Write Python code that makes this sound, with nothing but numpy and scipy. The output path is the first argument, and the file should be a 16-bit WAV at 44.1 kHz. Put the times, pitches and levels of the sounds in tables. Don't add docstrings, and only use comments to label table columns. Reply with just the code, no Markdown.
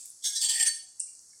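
import sys
import numpy as np
from scipy import signal
from scipy.fft import rfft, irfft
from scipy.io import wavfile
from scipy.ndimage import uniform_filter1d

SR = 44100
rng = np.random.default_rng(int(sys.argv[2]) if len(sys.argv) > 2 else 0)


def how_loud(loudness_db):
    steps = np.asarray(loudness_db, float) / 20
    return 10 ** steps


def to_wav(s):
    ch = np.atleast_2d(s).T
    pcm = np.round(np.clip(ch, -1, 1) * 32767)
    wavfile.write(sys.argv[1], SR, pcm.astype(np.int16))


N = 61739


def evened(x):
    return x / np.sqrt(np.mean(x ** 2) + 1e-20)


def read(points, hz):
    f, value = np.transpose(points)
    return np.interp(np.log(hz + 1), np.log(f + 1), value)


def coloured(x, spectrum):
    gain = how_loud(read(spectrum, np.fft.rfftfreq(len(x), 1 / SR)))
    return evened(irfft(rfft(x) * gain, len(x)))


def add(mix, s, sound):
    part = mix[round(s * SR):][:len(sound)]
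    part += sound[:len(part)]


def resonate(x, hz, width):
    r = np.exp(-np.pi * width / SR)
    return signal.lfilter([1 - r], [1, -r * np.exp(2j * np.pi * hz / SR)], x)


def clicks(per_s, spread_db):
    size = how_loud(spread_db * np.minimum(rng.exponential(1, N), 5))
    sign = rng.choice([-1., 1.], N)
    happens = rng.random(N) < per_s / SR
    return evened(size * sign * happens)


def chatter_drive():
    # time in seconds, pressure in dB.
    pressure = [(0.223, -52.5), (0.2393, -38.5), (0.238, -27), (.267, -24.5), (0.27, -29), (0.298, -36.5),
                (0.344, -37.5), (0.355, -27.5), (0.379, -25.5), (0.383, -46), (.39, -34), (0.392, -36.5),
                (0.417, -25.5), (.425, -26), (0.461, -27), (0.477, -43), (.488, -24.5), (0.496, -24.5),
                (.512, -23.5), (.535, -29.5), (0.584, -33), (0.5956, -35.5), (0.597, -20), (.615, -27),
                (0.636, -24), (0.643, -44), (0.658, -21.5), (0.694, -31.5), (0.698, -44), (0.718, -51.5)]
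    low_follow, low_pivot_db = 0.5, -27
    judder_db, judder_s = 2.5, 0.006
    s, db = np.transpose(pressure)
    db = np.interp(np.arange(N) / SR, s, db, -150, -150)
    chatter = clicks(6000, 1.5)
    judder = evened(uniform_filter1d(rng.standard_normal(N), round(judder_s * SR)))
    drive = how_loud(db) * evened(chatter * how_loud(judder_db * judder))
    low_db = np.where(db > -43, low_pivot_db + low_follow * (db - low_pivot_db), db)
    return drive, how_loud(low_db) * chatter


def rasp(drive):
    # frequency in Hz, relative level in dB per Hz.
    rasp_colour = [(1590, -47), (2700, -26.5), (3350, -7.5), (3750, -7.5), (4250, -3), (4610, 1.5),
                   (6750, -3.5), (8130, 3.5), (9940, -8.5), (11100, -15), (16000, -24)]
    comb_db, comb_hz, level_db = 1.5, 59.8, -5.5
    bins = max(round(comb_hz * N / SR), 1)
    comb = evened(uniform_filter1d(rng.standard_normal(N // 2 + 1), bins))
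    rough = irfft(rfft(drive) * how_loud(comb_db * comb), N)
    return how_loud(level_db) * coloured(rough, rasp_colour) * np.sqrt(np.mean(drive ** 2))


def spatula():
    # basic width in Hz, then relative level in dB at each of five spots.
    modes = [(61.3, -75, -63, -63, -73, -65.5), (83.333, -89, -62, -50.5, -33, -56),
             (55.6, -43, -64, -39, -49, -60), (70, -49.5, -50.5, -40, -46.5, -68),
             (47.3, -66, -69, -52.5, -51.5, -42), (60.5, -38.5, -53, -73, -73, -35.5),
             (50, -30, -39, -39, -48, -32), (40, -40.5, -32.5, -23.5, -15, -10),
             (74, -38.5, -54, -31.5, -16, -22), (32.4, -31, -39, -36, -24.5, -22.5),
             (162, -72, -67, -32, -22, -25.5), (43, -31.5, -37, -23, -19, -22.5),
             (65, -22, -49, -14, -15.5, -63), (97, -8, -16.5, -12, -19, -18),
             (60, -22.5, -24, -27.5, -49, -50), (23.1, -16.5, -15, -25, -39, -26.5),
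             (15.8, -18.5, -18, -8, -16.5, -3), (39.3, -24, -12.5, -20.5, -41, -32),
             (23.6, -27.5, -17.5, -29, -38, -40), (27, -8, -9, -35, -37, -14),
             (32.3, -9.5, -10, -19.5, -30, -10), (30, -3.5, -24.5, -28.5, -29, -12),
             (30, -13, -27, -33, -45, -21), (19.7, -16, -19, -15, -36, -17), (27, -15, -14, -4, -23, -12.5),
             (36.7, -16, -12.5, -13, -6, -21), (30, -12, -21, -8, -33, -12), (30, -2, -21, -24, -13.5, -10),
             (14, -35, -6, -7.5, -11, 0), (38.8, -38, -26, -11.5, -6.5, -20.5),
             (39, -33, -33.5, -37.5, -29, -44), (25, -31, -16.5, -34, -4, -46),
             (35, -23, -37, -14, -43, -6.5), (60, -16, -17.5, -21.5, -16.5, -27),
             (56.6, -24, -35, -40, -41, -42), (43, -27, -40, -29.5, -25.5, -54),
             (57.7, -39, -38, -28, -27, -35), (41.3, -23, -35, -37, -25, -43),
             (44.9, -58, -46, -32, -29, -45), (39.5, -28, -48, -45, -30, -25),
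             (40.5, -46, -50, -34, -43, -35)]
    mode_hz = [520, 770, 860, 950, 1150, 1500, 1660, 1815, 1930, 2165, 2400, 2850, 3090, 3380, 3600, 3965,
               4506, 4945, 5200, 5635, 6240, 6385, 6559, 6815, 7510, 7615, 8020, 8098, 8284, 8390, 8660,
               8880, 9640, 10000, 10600, 11380, 12100, 12620, 13700, 14380, 15400]
    spot_start = [.22, .345, .415, .54, .65]
    low_hz, touch_damping = 2300, 1.8
    skirt, twin_apart, twin_db = 5.0, 1.5, -6.0
    wander_db, wander_s, spot_blend_s = 2.0, 0.03, 0.023
    drive, low_drive = chatter_drive()
    out = rasp(drive)
    wander = rng.standard_normal((len(modes), N // 64 + 2))
    wander = evened(uniform_filter1d(wander, max(round(wander_s * SR / 64), 1), axis=1))
    spot = np.clip(np.searchsorted(spot_start, np.arange(N) / SR) - 1, 0, None)
    sides = rng.uniform(-1, 1, len(modes))
    for hz, (width, *spot_db), drift, side in zip(mode_hz, modes, wander, sides):
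        high = hz > low_hz
        width = width * (touch_damping if high else 1)
        level_db = uniform_filter1d(np.array(spot_db, float)[spot], round(spot_blend_s * SR))
        level_db = level_db + wander_db * np.repeat(drift, 64)[:N]
        near = how_loud(level_db) * (drive if high else low_drive)
        for stage in range(3):
            near = resonate(near, hz, skirt * width)
        twin_hz = hz + twin_apart * width * (side + np.sign(side))
        ring = resonate(near, hz, width) + how_loud(twin_db) * resonate(near, twin_hz, width)
        out += np.sqrt(4 * SR / np.pi / width) * ring.real
    return out


def spits():
    # start in seconds, peak level in dB before the low cut, pitch in Hz,
    # half the width of each resonance in Hz, time in seconds for the noise to fall to 37 percent.
    spit_table = [(.0575, -24.5, 9800, 4100, 0.00036), (0.061, -41, 11000, 3060, 0.00047),
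                  (0.074, -45, 11300, 3220, 0.0004), (.0957, -41, 11100, 3240, .0003),
                  (0.103, -32.5, 9600, 1500, 0.00033), (0.9966, -23, 8610, 1430, 0.0045),
                  (1, -36.5, 5810, 1170, 0.028), (1.0017, -16, 8260, 950, 0.0018),
                  (1.1513, -35.5, 7600, 2000, 0.0004), (1.192, -39, 6200, 1480, 0.0012),
                  (1.213, -55, 12200, 3060, 0.00094), (1.132, -61, 8600, 2050, 0.00069),
                  (1.305, -48.5, 5500, 394, 0.0061)]
    out, t = np.zeros(N), np.arange(SR // 8) / SR
    for s, db, hz, half_width, length in spit_table:
        burst = rng.standard_normal(len(t)) * np.exp(-t / length)
        for stage in range(4):
            burst = resonate(burst, hz, 2 * half_width)
        add(out, s, how_loud(db) * burst.real / abs(burst).max())
    low_cut = signal.butter(6, 3800, "high", fs=SR, output="sos")
    return signal.sosfilt(low_cut, out)


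def blips():
    # start in seconds, level in dB before the throb and soft start,
    # pitch in Hz, time in seconds to die by 60 dB.
    blip_table = [(.05, -67, 2220, .07), (.999, -58, 2780, .12), (1.073, -62, 2370, .05),
                  (1.08, -64, 2800, .1), (1.33, -61, 2170, .05), (1.33, -64, 1720, .05),
                  (.828, -69, 740, .2)]
    beat_hz, beat_depth, rise_s = 55.5, 0.54, 0.0054
    out, t = np.zeros(N), np.arange(SR // 4) / SR
    for (s, db, hz, t60), pace in zip(blip_table, rng.uniform(0.57, 1.5, len(blip_table))):
        beat = 1 + beat_depth * np.sin(2 * np.pi * beat_hz * pace * t)
        fade = how_loud(db - 60 * t / t60) * np.minimum(t / rise_s, 1)
        add(out, s, fade * beat * np.sin(2 * np.pi * hz * t))
    return out


def fizz():
    # frequency in Hz, relative level in dB.
    fizz_colour = [(2500, -45), (3800, -33), (4150, -14), (4600, -4), (5150, -9), (5600, -1), (7400, 0),
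                   (8100, 2), (9200, -3), (11000, -12), (12500, -25), (16000, -33)]
    # time in seconds, rms level in dB.
    fizz_level = [(0, -57), (.22, -55.5), (.95, -58), (1.02, -56), (1.1, -55), (1.249, -55.5), (1.4, -56)]
    # frequency in Hz, relative level in dB per Hz.
    spray_colour = [(1470, -59), (2500, -26.5), (3060, -31), (3630, -19), (3920, -21.5), (4270, -16),
                    (5110, -15), (7890, -1.5), (10200, -14), (16000, -39)]
    per_s, spread_db = 6100, 3.0
    spray_db, spray_t60 = -41.5, 0.52
    t, (s, db) = np.arange(N) / SR, np.transpose(fizz_level)
    grains = coloured(clicks(per_s, spread_db), fizz_colour)
    spray = coloured(clicks(per_s, spread_db), spray_colour)
    steady = how_loud(np.interp(t, s, db)) * evened(grains + kitchen(grains))
    dying = how_loud(spray_db - 60 * t / spray_t60) * evened(spray + kitchen(spray))
    return steady + dying


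def kitchen(x):
    # frequency in Hz, time in seconds to die by 60 dB.
    room_t60 = [(700, 0.39), (2000, 0.4), (5000, 0.57), (9000, 0.46), (15000, 0.37)]
    hz, t, z = signal.stft(rng.standard_normal(SR), SR, nperseg=256)
    fade = how_loud(-60 * t / read(room_t60, hz)[:, None])
    tail = signal.istft(z * fade, SR, nperseg=256)[1]
    return signal.fftconvolve(x, tail / np.linalg.norm(tail))[:N]


def room_tone():
    # frequency in Hz, relative level in dB per Hz.
    hush_colour = [(15, -35), (25, -15), (65, 6), (219, -2), (243, 2.5), (416, -2), (579, -3), (2000, -6.5),
                   (2180, -12.5), (3030, -14), (3500, -24), (4550, -15), (7700, -120)]
    return how_loud(-77.5) * coloured(rng.standard_normal(N), hush_colour)


def scene():
    metal = spatula()
    oil = spits() + blips()
    echo = kitchen(how_loud(-7.5) * metal + how_loud(-3) * oil)
    return (metal + oil + echo + fizz() + room_tone())[None]


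def top_cut(x):
    return signal.sosfilt(signal.butter(12, 16160, fs=SR, output="sos"), x)


def record(dry):
    return top_cut(dry)


dry = scene()
out = record(dry)
to_wav(out)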